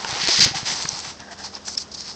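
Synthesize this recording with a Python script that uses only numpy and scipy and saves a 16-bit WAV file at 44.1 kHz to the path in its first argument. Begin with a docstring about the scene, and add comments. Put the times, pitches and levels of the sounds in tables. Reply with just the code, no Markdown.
"""Foam packing peanuts rub together as a hand scoops them out of a small cardboard box.
Each stroke is a stream of tiny slips, with snaps and squeaks; the box rings, knocks and thumps under
the hand. After the loud first grab the rubbing is lighter and thinner.
The box stands on an outdoor table, with a steady rumble and a low hum behind it."""
import sys
import numpy as np
from scipy import signal
from scipy.fft import rfft, irfft
from scipy.io import wavfile
from scipy.ndimage import uniform_filter1d, map_coordinates

SR = 44100
rng = np.random.default_rng(int(sys.argv[2]) if len(sys.argv) > 2 else 0)


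def file_out(sig):
    """Save sig as 16-bit WAV at sys.argv[1]."""
    # one column per channel
    cols = np.atleast_2d(sig).T
    # limit, then scale
    lim = np.clip(cols, -1, 1)
    pcm = np.round(lim * 32767).astype(np.int16)
    wavfile.write(sys.argv[1], SR, pcm)


N = 94815
T = np.arange(N) / SR


def rubbing():
    """Each stroke makes the foam squeal, scrape and sizzle, and shakes the box walls."""
    # hand strokes: start/s, length/s, rise/s, fade/s, squeal/dB, scrape/dB, box/dB, sizzle/dB
    strokes = [(-.02, 0.084, 0.0061, 0.015, -38.5, -36.5, -36.5, -44.5),
               (0.063, 0.15, 0.012, 0.012, -35.5, -30, -33.5, -41),
               (0.182, 0.11, 0.039, 0.029, -26.5, -25, -38.5, -53),
               (0.279, 0.01343, 0.0092, 0.01, -20.5, -22.5, -31.5, -28),
               (0.302, 0.0511, 0.0044, 0.0047, -17.5, -24, -34, -49),
               (0.354, 0.042, 0.0078, .008, -21, -21.5, -37.5, -32),
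               (0.4034, 0.0439, 0.0013, 0.009, -11.5, -18, -39, -37),
               (0.446, 0.0376, 0.011, 0.0356, -25.5, -26, -34.5, -64),
               (0.543, 0.044, 0.0072, 0.039, -30.5, -29, -36, -37.5),
               (0.642, 0.09, 0.03, 0.025, -26.5, -27, -34, -32),
               (0.745, 0.094, 0.017, 0.0306, -31, -34.5, -39, -36),
               (0.849, 0.15, 0.031, 0.054, -33.5, -40, -42, -41.5),
               (1.019, 0.078, 0.027, 0.028, -38.5, -37.5, -41, -41),
               (1.192, .016, 0.0078, 0.018, -53.5, -42.5, -43.5, -64),
               (1.304, 0.028, 0.012, 0.012, -43.5, -43.5, -46, -47),
               (1.372, 0.057, 0.018, 0.027, -41.5, -48, -50, -49),
               (1.43, 0.018, 0.019, 0.025, -29, -39, -39, -42),
               (1.518, .052, 0.028, 0.011, -39.5, -44.5, -42.5, -59),
               (1.643, 0.11, 0.02062, 0.0035, -37.5, -51, -60, -41.5),
               (1.67, 0.012, 0.012, 0.011, -31, -36, -37.5, -28),
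               (1.775, 0.009, 0.0027, 0.0088, -27.5, -35, -66, -34),
               (1.793, 0.029, 0.012, 0.011, -33, -47.5, -60, -38.5),
               (1.914, 0.017, 0.0016, 0.0091, -38.5, -63, -71, -62.5),
               (1.935, 0.015, 0.012, 0.0088, -29, -46.5, -52.5, -63),
               (1.966, 0.056, 0.012, 0.014, -34, -52, -60, -57),
               (2.031, 0.083, 0.015, 0.013, -37.5, -46.5, -55, -57),
               (2.076, 0.032, 0.0047, 0.037, -37, -55, -47, -49)]
    # tone of foam scraping on card and skin: f/Hz, level/dB
    scrape_tone = [(300, -17.5), (650, -21), (1250, -5), (1900, 3.5), (2600, 1.5), (3000, 2), (3450, 2.5),
                   (4500, 3), (6300, -3), (8000, -19.5)]
    # pitches at which the cardboard walls ring: f/Hz, width/Hz, level/dB
    box_modes = [(192, 250, -7), (453, 496, -4), (800, 157, 5), (953, 210, 3.5), (1325, 540, -1),
                 (1592, 280, -1.5)]
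    # sizzle of lightly brushed foam cells: f/Hz, width/Hz, level/dB
    sizzle_modes = [(5910, 580, 8), (7420, 800, 1.5), (8300, 3100, -14)]
    creak_hz, creak_depth, full_pressure_db = 285, 0.14, -17.5
    scrape = colour(slips(), scrape_tone)
    box = rms_one(body(slips(), box_modes))
    envelopes = np.array([np.clip((T - s) / rise, 0, 1) * np.exp(-np.maximum(T - s - length, 0) / fade)
                          for s, length, rise, fade, *_ in strokes])
    powers = from_db(np.array(strokes)[:, -4:].T) ** 2 @ envelopes ** 2  # overlapping strokes add up
    squeal_gain, scrape_gain, box_gain, sizzle_gain = np.sqrt(powers + 1e-12)
    pressure = np.minimum(squeal_gain / from_db(full_pressure_db), 1)
    squeal = foam_squeal(squeal_gain, pressure)
    # under pressure the slips bunch into a creak
    creak = 1 + creak_depth * pressure * wavering_tone(creak_hz, wobble=0.339, wobble_hz=143.4)
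    friction = creak * (squeal_gain * squeal + scrape_gain * scrape)
    crackle = ticks(np.hypot(scrape_gain, sizzle_gain))
    return friction + box_gain * box + sizzle_gain * slip_ring(sizzle_modes) + crackle


def foam_squeal(gain, pressure):
    """Foam slips on foam; pressed harder, it squeals lower and at a more even strength."""
    # pitches at which the foam rings: f/Hz, width/Hz, level/dB
    foam_modes = [(3480, 440, -11.5), (4390, 690, 3.5), (5000, 840, 6.5), (6210, 700, -1.5),
                  (6960, 390, -14)]
    octaves_per_db, unbent_db = 0.0022, -28
    speed = 2 ** (-octaves_per_db * (20 * np.log10(gain) - unbent_db))
    squeal = map_coordinates(slip_ring(foam_modes), [np.cumsum(speed)], order=3, mode="mirror")
    evening_out = 0.69 * pressure
    local_power = uniform_filter1d(squeal ** 2, 24)
    return squeal / np.sqrt(1 + evening_out * local_power) * np.sqrt(1 + evening_out)


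def slips(per_second=2000, spread_db=4, hiss=0.74):
    """Many tiny, uneven slips click over the hiss of smooth sliding."""
    return rms_one(random_clicks(per_second, spread_db, max_spreads=4)) + hiss * rng.standard_normal(N)


def slip_ring(modes):
    """Each band of pitch is kept ringing by slips of its own; average level (rms) 1."""
    return rms_one(sum(from_db(db) * resonate_twice(slips(), hz, 1.4 * width)
                       for hz, width, db in modes))


def ticks(rubbing_gain, hz=5570, width_hz=3900):
    """Lone foam cells tick with the rubbing; loose peanuts keep ticking faintly between strokes."""
    gain = np.clip(rubbing_gain, from_db(-44), from_db(-28)) * from_db(8.5)
    clicks = random_clicks(per_second=110, spread_db=-4, max_spreads=2)
    return gain * resonate(clicks, hz, width_hz) * SR / (2 * np.pi * width_hz)


def snaps(ring_width_hz=710):
    """A single foam cell snaps with a sharp crack and a very short ring."""
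    # snapping cells: t/s, level/dB, f/Hz
    cell_snaps = [(0.0474, -13, 2960), (0.092, -13, 5140), (.1088, -10.5, 5100), (0.1656, -20, 5200),
                  (0.2394, -6, 4500), (0.2527, -7.5, 5600), (0.274, -4, 4400), (0.2845, -9, 4940),
                  (0.3823, -7.5, 5030), (0.3949, -2, 4960), (0.4317, -11, 4900), (0.4479, 0.5, 4700),
                  (0.8241, -10, 4660), (.831, -21, 3936), (.8878, -11.5, 4950), (0.9912, -14, 5360),
                  (1.0022, -15.5, 6620), (1.2032, -24.5, 5770), (1.405, -27, 5220), (1.4608, -20, 5200),
                  (1.7521, -20.5, 4958), (2.0076, -15.5, 5460), (2.0805, -22, 5200)]
    out = np.zeros(N)
    for s, db, hz in cell_snaps:
        ring = decay(s, 1 / (np.pi * ring_width_hz)) * np.sin(2 * np.pi * hz * (T - s))
        burst = decay(s, fade_s=0.0009) * rng.standard_normal(N)
        crack = peak_one(resonate_twice(burst, hz=5900, width=2300))
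        out += from_db(db) * (ring + 0.35 * crack)
    return out


def squeaks(fade_cycles=4.3):
    """A peanut (high) or a fingertip on the card (low) sticks, sings and lets go."""
    # squeaks at their loudest: t/s, level/dB, f/Hz, growth time/s
    squeak_peaks = [(0.547, -24, 780, 0.0072), (0.8532, -17.5, 4450, 0.00093),
                    (0.8908, -4.5, 5650, 0.00022), (1.553, -17.5, 5050, 0.00084),
                    (1.7791, -7.5, 5270, 0.0023)]
    out = np.zeros(N)
    for s, db, hz, growth in squeak_peaks:
        envelope = np.exp(-np.maximum((s - T) / growth, (T - s) * hz / fade_cycles))
        out += from_db(db) * envelope * wavering_tone(hz, wobble=0.0347, wobble_hz=328.8)
    return out


def knocks():
    """A brief, rough contact rings the part of the box that it hits."""
    # knocks on the box: t/s, level/dB, contact time/s, f/Hz, width/Hz
    contacts = [(0.0467, -19.5, 0.00095, 1600, 2860), (0.2854, -21, 0.0039, 950, 900),
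                (0.398, -26.5, 0.015, 222, 81), (0.462, -24.5, 0.0063, 292, 160),
                (0.8553, -16, 0.0023, 980, 1200), (1.565, -32, 0.011, 519, 690)]
    out = np.zeros(N)
    for s, db, contact_s, hz, width in contacts:
        burst = decay(s, contact_s) * rng.standard_normal(N)
        out += from_db(db) * peak_one(resonate(resonate(burst, hz, width), hz, 2 * width))
    return out


def jolts():
    """The box is jolted and the hollow inside rings briefly."""
    # jolt of the box: t/s, level/dB
    blows = [(0.2875, -14)]
    # its hollow ring: f/Hz, level/dB, time to fade by 60 dB/s
    hollow_modes = [(363, -2.5, 0.046), (666, -6, 0.045), (965, -0.5, 0.023)]
    return sum(from_db(db) * struck(s, hollow_modes) for s, db in blows)


def taps():
    """A clean fingertip tap rings a wall of the box at a few pitches."""
    # fingertip taps: t/s, level/dB
    blows = [(.047, -16), (0.288, -26), (.8552, -29), (1.682, -25.5)]
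    # the wall's ring: f/Hz, level/dB, time to fade by 60 dB/s
    wall_modes = [(910, -6, 0.029), (1430, -5, 0.024), (1720, 1, 0.0098)]
    return sum(from_db(db) * struck(s, wall_modes) for s, db in blows)


def flap():
    """Fingers drag briefly on the box's end flap, which sounds hollow."""
    # finger drags at their loudest: t/s, level/dB, half length/s, high ring against low/dB
    drags = [(1.225, -49.5, 0.025, 4.5), (1.287, -41, 0.0086, -7), (1.32, -40, 0.013, -3.5),
             (1.402, -43, 0.02, -0.5), (1.467, -49.5, .012, 3)]
    # the flap's low and high rings: f/Hz, width/Hz, level/dB
    low_modes = [(748, 190, 0)]
    high_modes = [(1310, 140, -5), (1607, 110, 5.5), (1838, 210, 2)]
    low, high = slip_ring(low_modes), slip_ring(high_modes)
    return sum(from_db(db) * np.exp(-.5 * ((T - s) / half) ** 2) * (low + from_db(high_db) * high)
               for s, db, half, high_db in drags)


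def thumps(rise_s=0.0052, fade_s=0.0054, roughness=0.34):
    """Soft pushes of the hand give the box floor a short, uneven swing."""
    # bumps on the box floor: t/s, level/dB, f/Hz
    bumps = [(0.091, -33, 115), (0.125, -28, 127.6), (0.158, -28, 454), (.232, -28, 165), (0.386, -24, 150),
             (0.397, -23, 203), (0.422, -22, 150), (0.459, -20, 119), (0.47, -24.5, 237), (0.51, -27, 137),
             (0.553, -28, 142), (0.628, -28, 122), (.695, -33, 128.1), (0.72, -33, 158),
             (0.849, -25.5, 152.1), (0.927, -32, 133.7), (1.074, -38, 150), (1.221, -36.5, 257.6),
             (1.276, -42, 218)]
    out = np.zeros(N)
    for s, db, hz in bumps:
        envelope = np.clip((T - s) / rise_s, 0, 1) * decay(s, fade_s)
        noise = rms_one(resonate_twice(rng.standard_normal(N), hz, 2 * hz))
        swing = np.sin(2 * np.pi * hz * (T - s)) + roughness * noise
        out += from_db(db) * peak_one(envelope * swing)
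    return out


def outdoors(rumble_db=-44.5):
    """A steady far rumble and hiss, with the wavering hum of distant machinery."""
    # tone of the outdoor noise: f/Hz, level/dB
    rumble_tone = [(25, -20.5), (55, -8.5), (85, -7), (140, -5), (230, -5), (450, -7.5), (850, -9.5),
                   (1400, -12), (2300, -19), (3400, -17), (4200, -18), (5000, -12.5), (5600, -13),
                   (6500, -19), (8200, -30.5)]
    # machinery hum: f/Hz, level/dB
    hum_tones = [(80.7, -57), (204.6, -55.5)]
    hum = sum(from_db(db) * rms_one(np.sin(2 * np.pi * hz * T + 1.45 * drift(hz=1.23)))
              for hz, db in hum_tones)
    return from_db(rumble_db) * colour(rng.standard_normal(N), rumble_tone) + hum


def from_db(db):
    """Turn decibels into a number to multiply by."""
    return 10 ** (np.asarray(db) / 20)


def rms_one(x):
    """Scale to an average level (rms) of 1."""
    return x / np.sqrt(np.mean(x ** 2) + 1e-20)


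def peak_one(x):
    """Scale to a peak of 1."""
    return x / (np.abs(x).max() + 1e-20)


def drift(hz):
    """A smooth random wander of average size 1; a higher hz wanders faster."""
    smoothing = signal.butter(2, hz, fs=SR, output="sos")
    return rms_one(signal.sosfilt(smoothing, rng.standard_normal(2 * N))[N:])


def wavering_tone(hz, wobble, wobble_hz):
    """A tone whose pitch wanders by about the fraction wobble."""
    return np.sin(2 * np.pi * np.cumsum(hz * (1 + wobble * drift(wobble_hz))) / SR)


def random_clicks(per_second, spread_db, max_spreads):
    """Clicks of random size at random times."""
    sizes = from_db(spread_db * np.minimum(rng.exponential(1, N), max_spreads))
    return sizes * rng.choice([-1, 1], N) * (rng.random(N) < per_second / SR)


def colour(x, points):
    """Shape the lows and highs of a sound along a curve; average level (rms) 1."""
    hz, db = np.transpose(points)
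    f = np.maximum(np.fft.rfftfreq(N, 1 / SR), 1)
    return rms_one(irfft(rfft(x) * from_db(np.interp(np.log(f), np.log(hz), db)), N))


def resonate(x, hz, width):
    """Let a sound ring around one pitch; a smaller width rings longer."""
    r = np.exp(-np.pi * width / SR)
    feedback = [1, -2 * r * np.cos(2 * np.pi * hz / SR), r * r]
    return signal.lfilter(np.array([1, 0, -1]) * (1 - r * r) / 2, feedback, x + 1e-18)


def resonate_twice(x, hz, width):
    """Two passes pick out the pitch more sharply."""
    return resonate(resonate(x, hz, width), hz, width)


def body(x, modes):
    """Ring at several pitches (modes) at once, with every second one flipped in sign."""
    return sum((-1) ** k * from_db(db) * resonate(x, hz, width)
               for k, (hz, width, db) in enumerate(modes))


def decay(start, fade_s):
    """A loudness curve (envelope) that jumps up at start and dies away."""
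    return (T >= start) * np.exp(-np.clip((T - start) / fade_s, 0, 40))


def struck(s, modes):
    """Fading tones set off by a blow at time s; peak 1."""
    tones = ((-1) ** k * from_db(db) * decay(s, t60 / np.log(1000)) * np.sin(2 * np.pi * hz * (T - s))
             for k, (hz, db, t60) in enumerate(modes))
    return peak_one(sum(tones))


def low_pass(x, hz):
    """Cut the treble steeply above hz."""
    return irfft(rfft(x) / np.sqrt(1 + (np.fft.rfftfreq(N, 1 / SR) / hz) ** 110), N)


def scene():
    """Foam and box sound close to one microphone in the open air."""
    foam = rubbing() + snaps() + squeaks()
    box = knocks() + jolts() + taps() + flap() + thumps()
    return (foam + box + outdoors())[None]


def record(dry, soft_limit=0.95, hard_limit=0.74):
    """The microphone rounds off high peaks, loses the top treble and clips the highest peaks."""
    rounded = dry / (1 + (dry / soft_limit) ** 6) ** (1 / 6)
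    clipped = np.clip(low_pass(rounded, hz=8400), -hard_limit, hard_limit)
    return low_pass(clipped, hz=15800)


dry = scene()
out = record(dry)
file_out(out)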